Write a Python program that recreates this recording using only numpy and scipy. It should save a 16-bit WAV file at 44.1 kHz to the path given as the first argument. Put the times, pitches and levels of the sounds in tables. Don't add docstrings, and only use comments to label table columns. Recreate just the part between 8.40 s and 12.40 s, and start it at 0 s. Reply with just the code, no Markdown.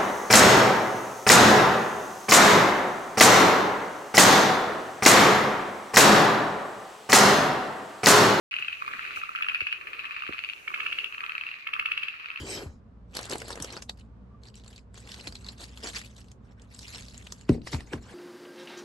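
import sys
import numpy as np
from scipy import signal
from scipy.fft import rfft, irfft
from scipy.io import wavfile

SR = 44100
rng = np.random.default_rng(int(sys.argv[2]) if len(sys.argv) > 2 else 0)


def store_wav(level_fs):
    pcm = np.round(np.clip(np.atleast_2d(level_fs), -1, 1) * 32767)
    wavfile.write(sys.argv[1], SR, pcm.T.astype(np.int16))


N = 176400
TIME = np.arange(N) / SR

# (time [s], sac pitch [Hz], sac level [dB], throat level [dB])
NEAR_PULSES = [(2.2798, 2330, -21.5, -30.5), (2.3432, 2440, -19.5, -28), (2.4048, 2730, -20, -28),
               (2.4655, 2740, -19.5, -28), (2.5268, 2860, -17, -31), (2.5869, 2780, -16.5, -34.1),
               (2.6438, 2870, -16.5, -39.5), (3.2722, 2720, -19, -30), (3.337, 2690, -15.5, -29.5),
               (3.3968, 2680, -15.5, -28), (3.4587, 2681, -14.5, -30), (3.5184, 2660, -14, -32.5),
               (3.5769, 2650, -15, -33), (3.6336, 2690, -16, -36), (3.6841, 2630, -20, -38)]
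SHARP_PULSES = [(0.9591, 2560, -21.5, -28), (1.0233, 2700, -18, -26), (1.086, 2700, -18.5, -23.5),
                (1.1465, 2540, -18, -24.5), (1.2068, 2360, -19.5, -26.0), (1.2683, 2560, -21.5, -26.5),
                (1.3261, 2610, -18.5, -30.5)]
LIGHT_PULSES = [(2.7256, 2620, -29, -33.5), (2.7819, 2620, -26, -29), (2.8402, 2580, -25, -25),
                (2.8963, 2580, -23.5, -26), (2.9535, 2590, -23, -25.5), (3.0124, 2590, -22, -29),
                (3.0672, 2690, -24, -31.5), (3.1159, 2710, -26, -34), (3.7422, 2750, -46, -31.5),
                (3.8, 2500, -30.5, -33.6), (3.8458, 2620, -35, -31), (3.9041, 2600, -26, -31),
                (3.9606, 2600, -25.5, -31)]
LEFT_PULSES = [(0.1171, 2500, -25.4, -50), (0.1312, 2230, -34, -24), (0.1404, 2790, -18, -25.5),
               (0.1656, 2570, -17, -31.5), (0.1873, 2830, -22, -26), (0.2177, 2860, -29, -37.9),
               (0.2244, 2650, -18, -25), (0.2469, 2740, -24.5, -30), (0.2837, 2590, -17.5, -24),
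               (0.3031, 2520, -28, -54), (0.3288, 2640, -21, -39), (0.3394, 2570, -28, -48),
               (0.537, 2820, -34, -21), (0.5943, 2720, -28, -20.5), (0.6518, 2740, -33, -23),
               (0.6765, 2620, -30, -36), (0.7088, 2770, -35, -22), (0.762, 2420, -26.7, -38),
               (0.7672, 2550, -29, -27), (0.8165, 2640, -26.5, -25.5), (1.0461, 2730, -27.2, -24.5),
               (1.0978, 2545, -17.5, -35), (1.1579, 2605, -22, -30.0), (1.2151, 2730, -21.3, -32),
               (1.2705, 2590, -19.5, -40), (1.3185, 2770, -24, -38.1), (1.3284, 2610, -31, -25.5)]
HUSKY_PULSES = [(1.4125, 2440, -26, -33.2), (1.472, 2427, -22.5, -30.5), (1.5331, 2520, -21.5, -30.5),
                (1.5937, 2580, -20.5, -33.4), (1.6448, 2560, -32.2, -28), (1.6543, 2638, -20, -40),
                (1.7098, 2550, -20.5, -31), (1.7208, 2680, -24.5, -39), (1.7652, 2520, -21.5, -27)]
BRIGHT_PULSES = [(1.7458, 2620, -39, -37), (1.8061, 2450, -36, -37), (1.8233, 2720, -25.5, -27.5),
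                 (1.8664, 2440, -25.5, -26.5), (1.8782, 2700, -24.5, -38), (1.9255, 2630, -26, -24.5),
                 (1.9344, 2600, -20.5, -42), (1.9829, 2586, -23, -34), (1.9912, 2630, -19.5, -29),
                 (2.0388, 2440, -21.5, -30), (2.0477, 2620, -20.5, -40), (2.0898, 2460, -22.5, -36),
                 (2.0991, 2700, -20.5, -44), (2.1289, 2530, -31, -49), (2.135, 2740, -24.5, -35),
                 (2.7473, 2460, -25.5, -30.5), (2.807, 2500, -22.5, -29), (2.8641, 2460, -23, -27.5),
                 (2.921, 2450, -23, -38), (2.981, 2470, -20.5, -33), (3.0374, 2480, -24.5, -30),
                 (3.0895, 2450, -24.5, -37), (3.1416, 2540, -29.0, -34), (3.8593, 2500, -25.5, -30),
                 (3.9161, 2530, -28, -43), (3.9751, 2640, -25, -46)]
# (time [s], pitch [Hz], level [dB])
HOLLOW_PULSES = [(0.4229, 1205, -19), (0.449, 1350, -32), (0.4794, 1260, -18), (0.4895, 1360, -28),
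                 (0.5131, 1260, -27), (0.7736, 1340, -21.5), (0.8363, 1326, -17.5), (0.8928, 1350, -19.5),
                 (0.9181, 1300, -29.1), (0.9519, 1350, -21), (0.977, 1375, -27), (0.9882, 1480, -25),
                 (1.0104, 1300, -23), (1.067, 1340, -23.5), (1.1197, 1360, -26.5), (1.5857, 1330, -33),
                 (1.697, 1210, -30), (1.8225, 1290, -24), (1.8369, 1270, -22), (1.891, 1280, -24),
                 (1.9464, 1270, -28), (2.3045, 1240, -26.5), (2.3179, 1205, -28), (2.3628, 1320, -26),
                 (2.3769, 1230, -26), (2.419, 1330, -33), (2.4323, 1214, -26), (2.4865, 1200, -28),
                 (2.817, 1240, -30), (2.8358, 1280, -25), (2.8885, 1190, -43), (3.29, 1230, -25.5),
                 (3.3543, 1270, -25), (3.3652, 1270, -21.5), (3.378, 1260, -37), (3.4128, 1340, -26),
                 (3.4267, 1290, -25), (3.47, 1280, -28), (3.487, 1220, -26), (3.5294, 1340, -32)]
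# (frequency [Hz], level [dB], delay [ms], attack [ms], decay [ms], left over right [dB])
NEAR_VOICE = [(2665, -2.5, 1.5, 1, 1.13, 3.5), (2728, -3.5, 3, 0.17, 0.56, 5.5),
              (2233, 1.5, -1.4, 0.77, 3.4, -11.5), (3040, -6.5, 0.04, 0.42, 0.45, -1),
              (1336, 0, -2, 0.22, 3.1, -2), (1757, -3.5, -2, 0.32, 3.2, -6), (2454, -14, -5, .2, .8, 2),
              (4200, -28, 1.5, 0.18, 1.3, 5)]
SHARP_VOICE = [(2800, -1.5, 2.5, .4, 0.4, 1.4), (2500, 3, 1.5, 0.25, 0.68, 1.4),
               (2600, -3, 0, 0.6, 1.6, -1), (1330, -5.5, 1, 0.29, 2.1, 2.9),
               (1760, 2, -.2, 0.33, 0.36, 1.4), (4470, -27, -0.8, 0.19, 0.66, 0)]
LIGHT_VOICE = [(2628, 0.5, -0.047, 0.3, 2.45, 1), (3085, -14.5, -0.2, 0.39, 1.8, 2.8),
               (1280, -1.5, -1.23, 0.78, 0.94, 0), (1750, 2, -0.55, 0.18, 0.62, 0),
               (4070, -20.5, -.6, 0.23, 1.1, 0)]
HOLLOW_VOICE = [(1217, -1, -0.11, 0.39, 2.2, -1.3), (1480, -12, -0.69, .3, .9, -0.087),
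                (2493, -12.5, 0.06, 0.22, 1.8, 1)]
LEFT_VOICE = [(2621, -1, 0.28, 0.1, 3.6, 2), (2954, -16.5, -0.52, 0.75, 1.5, 17),
              (1371, -3, -0.51, 0.1, 1.46, -4.5), (1773, -0.5, -0.51, 0.17, 0.3, 0),
              (4520, -33.5, 0.13, .15, 1.06, 7)]
HUSKY_VOICE = [(2550, -4.5, 0.15, 0.24, 1.4, 3), (2900, -12, 0.46, 0.24, 0.88, 2),
               (1210, 0.5, -0.66, 0.33, 2.15, 0), (1760, -2, 0.048, 0.26, 1.1, -4),
               (4100, -27, -.4, 0.18, 1.0, -6)]
BRIGHT_VOICE = [(2560, -0.5, -0.02, 0.12, 1.5, 5), (2840, -12, -0.24, 0.53, 0.53, -13),
                (1300, -1, -0.013, 0.11, 1.3, -4), (1890, -1, -0.43, 0.11, 0.57, -4),
                (4350, -20.5, -0.1, 0.088, 0.89, 4)]
# (time [s], high sacs [dB], deep sacs [dB], throats [dB])
CHORUS_RIDES = [(.11, -36.5, -40, -48.5), (0.252, -45.5, -40, -50.5), (.38, -40.5, -44.5, -51),
                (.46, -52.5, -41.5, -45), (.62, -45.5, -40, -42.5), (.79, -39, -38, -48.5),
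                (.9, -48.5, -46.5, -50.5), (1.05, -43, -45, -44.5), (1.29, -37, -48, -52),
                (1.432, -49.5, -50, -51.5), (1.6, -49.5, -42.5, -47.5), (1.85, -41.5, -41, -46.5),
                (2.08, -46.5, -44.5, -51.5), (2.25, -51.5, -55, -56), (2.38, -37.5, -46, -44),
                (2.62, -39, -47.5, -51), (2.75, -42.5, -50.5, -52.5), (2.87, -77, -47, -46.5),
                (3.08, -41.5, -43.5, -52.5), (3.238, -55, -44.5, -53), (3.41, -42, -62, -44),
                (3.62, -38.5, -43, -48), (3.78, -44, -47, -54.5), (4.0, -52.5, -43.5, -48.5)]
# (time [s], thud pitch [Hz], thud level [dB], knock level [dB])
BUMPS = [(0.197, 130, -55, -52.5), (.545, 221, -53, -51.5), (0.766, 80, -58, -57), (1.218, 88, -43, -41),
         (1.894, 84, -46, -35), (1.909, 84.7, -54, -47), (1.936, 85, -68, -53)]
# (peak time [s], half-width [s], level [dB])
SCUFFS = [(0.196, 0.007, -61), (.764, .004, -53.5), (.783, 0.016, -55.5), (0.55, 0.42, -62),
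          (1.2, 0.27, -73), (2.41, 0.43, -61)]
RUSTLES = [(.5, .06, -60), (.72, 0.04, -57.5), (1.52, 0.11, -58), (2.42, 0.21, -62), (2.62, 0.11, -70.5)]
# (frequency [Hz], level [dB])
SNAP_EQ = [(900, 2), (1500, 8), (4500, 4), (6000, -11), (9000, -17.5), (12200, -7.5), (14000, -22),
           (16000, -32)]
HIGH_SAC_EQ = [(1000, -55), (1700, -30), (2300, -24), (2550, 7), (2750, 4.5), (3000, -5), (3500, -23.5),
               (4500, -21.5), (5500, -33.5), (8000, -57), (12000, -42.5), (16000, -57)]
DEEP_SAC_EQ = [(1000, -35), (1700, -14.5), (2050, -9), (2250, -2), (2430, 4), (2650, -12), (3400, -17.5),
               (4400, -20), (5500, -36.5), (8000, -40), (16000, -100)]
THROAT_EQ = [(500, -19), (850, -34), (1020, -12.5), (1180, 0.5), (1400, -2), (1700, -4), (2200, -6),
             (3500, -37.5)]
KNOCK_EQ = [(60, -21), (160, 4.5), (250, 4), (350, 6.5), (440, 4), (560, -3), (800, -9), (1200, -40)]
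SCUFF_EQ = [(1000, 13), (3000, -27), (6000, 10), (9000, 1.5), (12000, 3), (15500, -6)]
RUSTLE_EQ = [(100, -10), (250, -6.5), (370, 5.5), (580, -1), (850, -8), (1500, -23)]
AIR_EQ = [(20, -40), (40, -12.5), (65, 7), (110, -3), (200, -7), (350, -8.5), (700, -8.5), (2000, -15),
          (6000, -18.5), (9000, -44), (12000, -19), (15500, -56.5)]

THROAT_BELOW_HZ, VOICE_LOW_CUT_HZ, MODE_DETUNE, SNAP_DECAY_S = 2370, 892, 0.021, 0.005
FAR_PULSES_PER_S, FAR_SPREAD_DB, FAR_LEAD_MS, FAR_LEAD_SPREAD_MS = 220, 2.5, 0.42, 0.14
KNOCK_DECAY_S, THUD_DELAY_S, THUD_DECAY_S = 0.0039, 0.0077, 0.0075
ECHOES_PER_S, ECHO_T60_S, ECHO_START_S = 2500, 0.15, 0.004
AIR_DB, START_S, HIGH_CUT_HZ = -64.5, 0.111, 15700


def frog(pulses, voice, left_lead_ms, echo_db, snap_db=-29):
    call = np.zeros((2, N))
    snap = noise(SNAP_EQ) * panned(0.5)
    mean_pitch_hz = np.mean([pulse[1] for pulse in pulses])
    for onset, pitch_hz, sac_db, throat_db in pulses:
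        span = np.flatnonzero(abs(TIME - onset) < 0.03)
        t = TIME[span] - onset
        ear_ms = 1000 * t + np.array([[left_lead_ms], [-left_lead_ms]]) / 2
        for mode, (hz, db, delay, attack, decay, pan_db) in enumerate(voice):
            level = from_db(db + (throat_db if hz < THROAT_BELOW_HZ else sac_db))
            tuning = pitch_hz / mean_pitch_hz if mode == 0 else 1 + MODE_DETUNE * rng.normal()
            ring = np.sin(2 * np.pi * (hz * tuning * ear_ms / 1000 + rng.random()))
            call[:, span] += level * panned(pan_db) * swell(ear_ms - delay, attack, decay) * ring
        snap_envelope = swell(t, SNAP_DECAY_S / 10, SNAP_DECAY_S)
        call[:, span] += from_db(sac_db + snap_db) * snap_envelope * snap[:, span]
    low_cut = signal.butter(4, VOICE_LOW_CUT_HZ, "high", fs=SR, output="sos")
    call = signal.sosfiltfilt(low_cut, call)
    return call + from_db(echo_db) * scatter(call)


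def distant_chorus():
    times, high_db, deep_db, throat_db = np.transpose(CHORUS_RIDES)
    high_sacs = from_db(np.interp(TIME, times, high_db)) * clatter(HIGH_SAC_EQ)
    deep_sacs = from_db(np.interp(TIME, times, deep_db)) * clatter(DEEP_SAC_EQ)
    throats = from_db(np.interp(TIME, times, throat_db)) * clatter(THROAT_EQ)
    return from_db(-1) * (high_sacs + deep_sacs) * panned(-1.3) + throats


def clatter(eq):
    onsets = np.flatnonzero(rng.random(N) < FAR_PULSES_PER_S / SR)
    accent, bearing = rng.standard_normal((2, N))[:, onsets]
    polarity = rng.choice([-1, 1], N)[onsets]
    strength = from_db(FAR_SPREAD_DB * np.clip(accent, -2, 1)) * polarity
    right_lag = ((FAR_LEAD_MS + FAR_LEAD_SPREAD_MS * bearing) * SR / 1000).astype(int)
    clicks = np.zeros((2, N))
    clicks[0, onsets] = strength
    clicks[1, (onsets + right_lag) % N] = strength
    return coloured(clicks + scatter(clicks), eq)


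def scatter(sound):
    t = TIME[:SR // 2]
    echoes = rng.standard_normal((2, len(t))) * (rng.random((2, len(t))) < ECHOES_PER_S / SR)
    echoes *= (t > ECHO_START_S) * from_db(-60 * t / ECHO_T60_S)
    echoes /= np.sqrt((echoes ** 2).sum(1, keepdims=True))
    return signal.fftconvolve(sound, echoes, axes=1)[:, :N]


def bumps():
    hits = np.zeros((2, N))
    knock = noise(KNOCK_EQ, likeness=0.48)
    for onset, thud_hz, thud_db, knock_db in BUMPS:
        t = TIME - onset
        thud = np.sin(2 * np.pi * thud_hz * t)
        hits += from_db(knock_db) * swell(t, KNOCK_DECAY_S / 5, KNOCK_DECAY_S) * knock
        hits += from_db(thud_db) * swell(t - THUD_DELAY_S, THUD_DECAY_S / 4, THUD_DECAY_S) * thud
    return hits


def rubbing(strokes, eq, likeness):
    envelope = sum(from_db(db) * np.exp(-((TIME - peak) / width) ** 2 / 2) for peak, width, db in strokes)
    return envelope * noise(eq, likeness)


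def night_air():
    return from_db(AIR_DB) * noise(AIR_EQ, likeness=0.31)


def noise(eq, likeness=0):
    mid, side = rng.standard_normal((2, N))
    return coloured(np.sqrt(1 + likeness) * mid + np.sqrt(1 - likeness) * side * [[1], [-1]], eq)


def coloured(sound, eq):
    hz, db = np.transpose(eq)
    bin_hz = np.maximum(np.arange(N // 2 + 1) * SR / N, 1)
    gain = from_db(np.interp(np.log(bin_hz), np.log(hz), db))
    shaped = irfft(rfft(sound) * gain, N)
    return shaped / np.sqrt(np.mean(shaped ** 2) + 1e-20)


def swell(t, attack, decay):
    log_flanks = np.logaddexp(np.log(attack) - t / attack, np.log(decay) + t / decay)
    return (attack + decay) * np.exp(-log_flanks)


def panned(db):
    return from_db(np.array([[db], [-db]]) / 2)


def from_db(db):
    return 10 ** (np.asarray(db) / 20)


def scene():
    hollow_pulses = [(onset, hz, db, db) for onset, hz, db in HOLLOW_PULSES]
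    frogs = (frog(NEAR_PULSES, NEAR_VOICE, left_lead_ms=-0.096, echo_db=-9, snap_db=-25.5)
             + frog(SHARP_PULSES, SHARP_VOICE, left_lead_ms=0.2, echo_db=-4, snap_db=-22)
             + frog(LIGHT_PULSES, LIGHT_VOICE, left_lead_ms=0.32, echo_db=-6)
             + frog(hollow_pulses, HOLLOW_VOICE, left_lead_ms=0.48, echo_db=-16.5)
             + frog(LEFT_PULSES, LEFT_VOICE, left_lead_ms=0.46, echo_db=-8)
             + frog(HUSKY_PULSES, HUSKY_VOICE, left_lead_ms=0.47, echo_db=-2)
             + frog(BRIGHT_PULSES, BRIGHT_VOICE, left_lead_ms=0.47, echo_db=-9.5))
    movement = (bumps()
                + rubbing(SCUFFS, SCUFF_EQ, likeness=0.033) * panned(2.8)
                + rubbing(RUSTLES, RUSTLE_EQ, likeness=0.24))
    return frogs + distant_chorus() + movement + night_air()


def record(dry):
    high_cut = signal.ellip(10, 0.1, 80, HIGH_CUT_HZ, fs=SR, output="sos")
    return signal.sosfilt(high_cut, dry * (TIME > START_S))


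dry = scene()
out = record(dry)
store_wav(out)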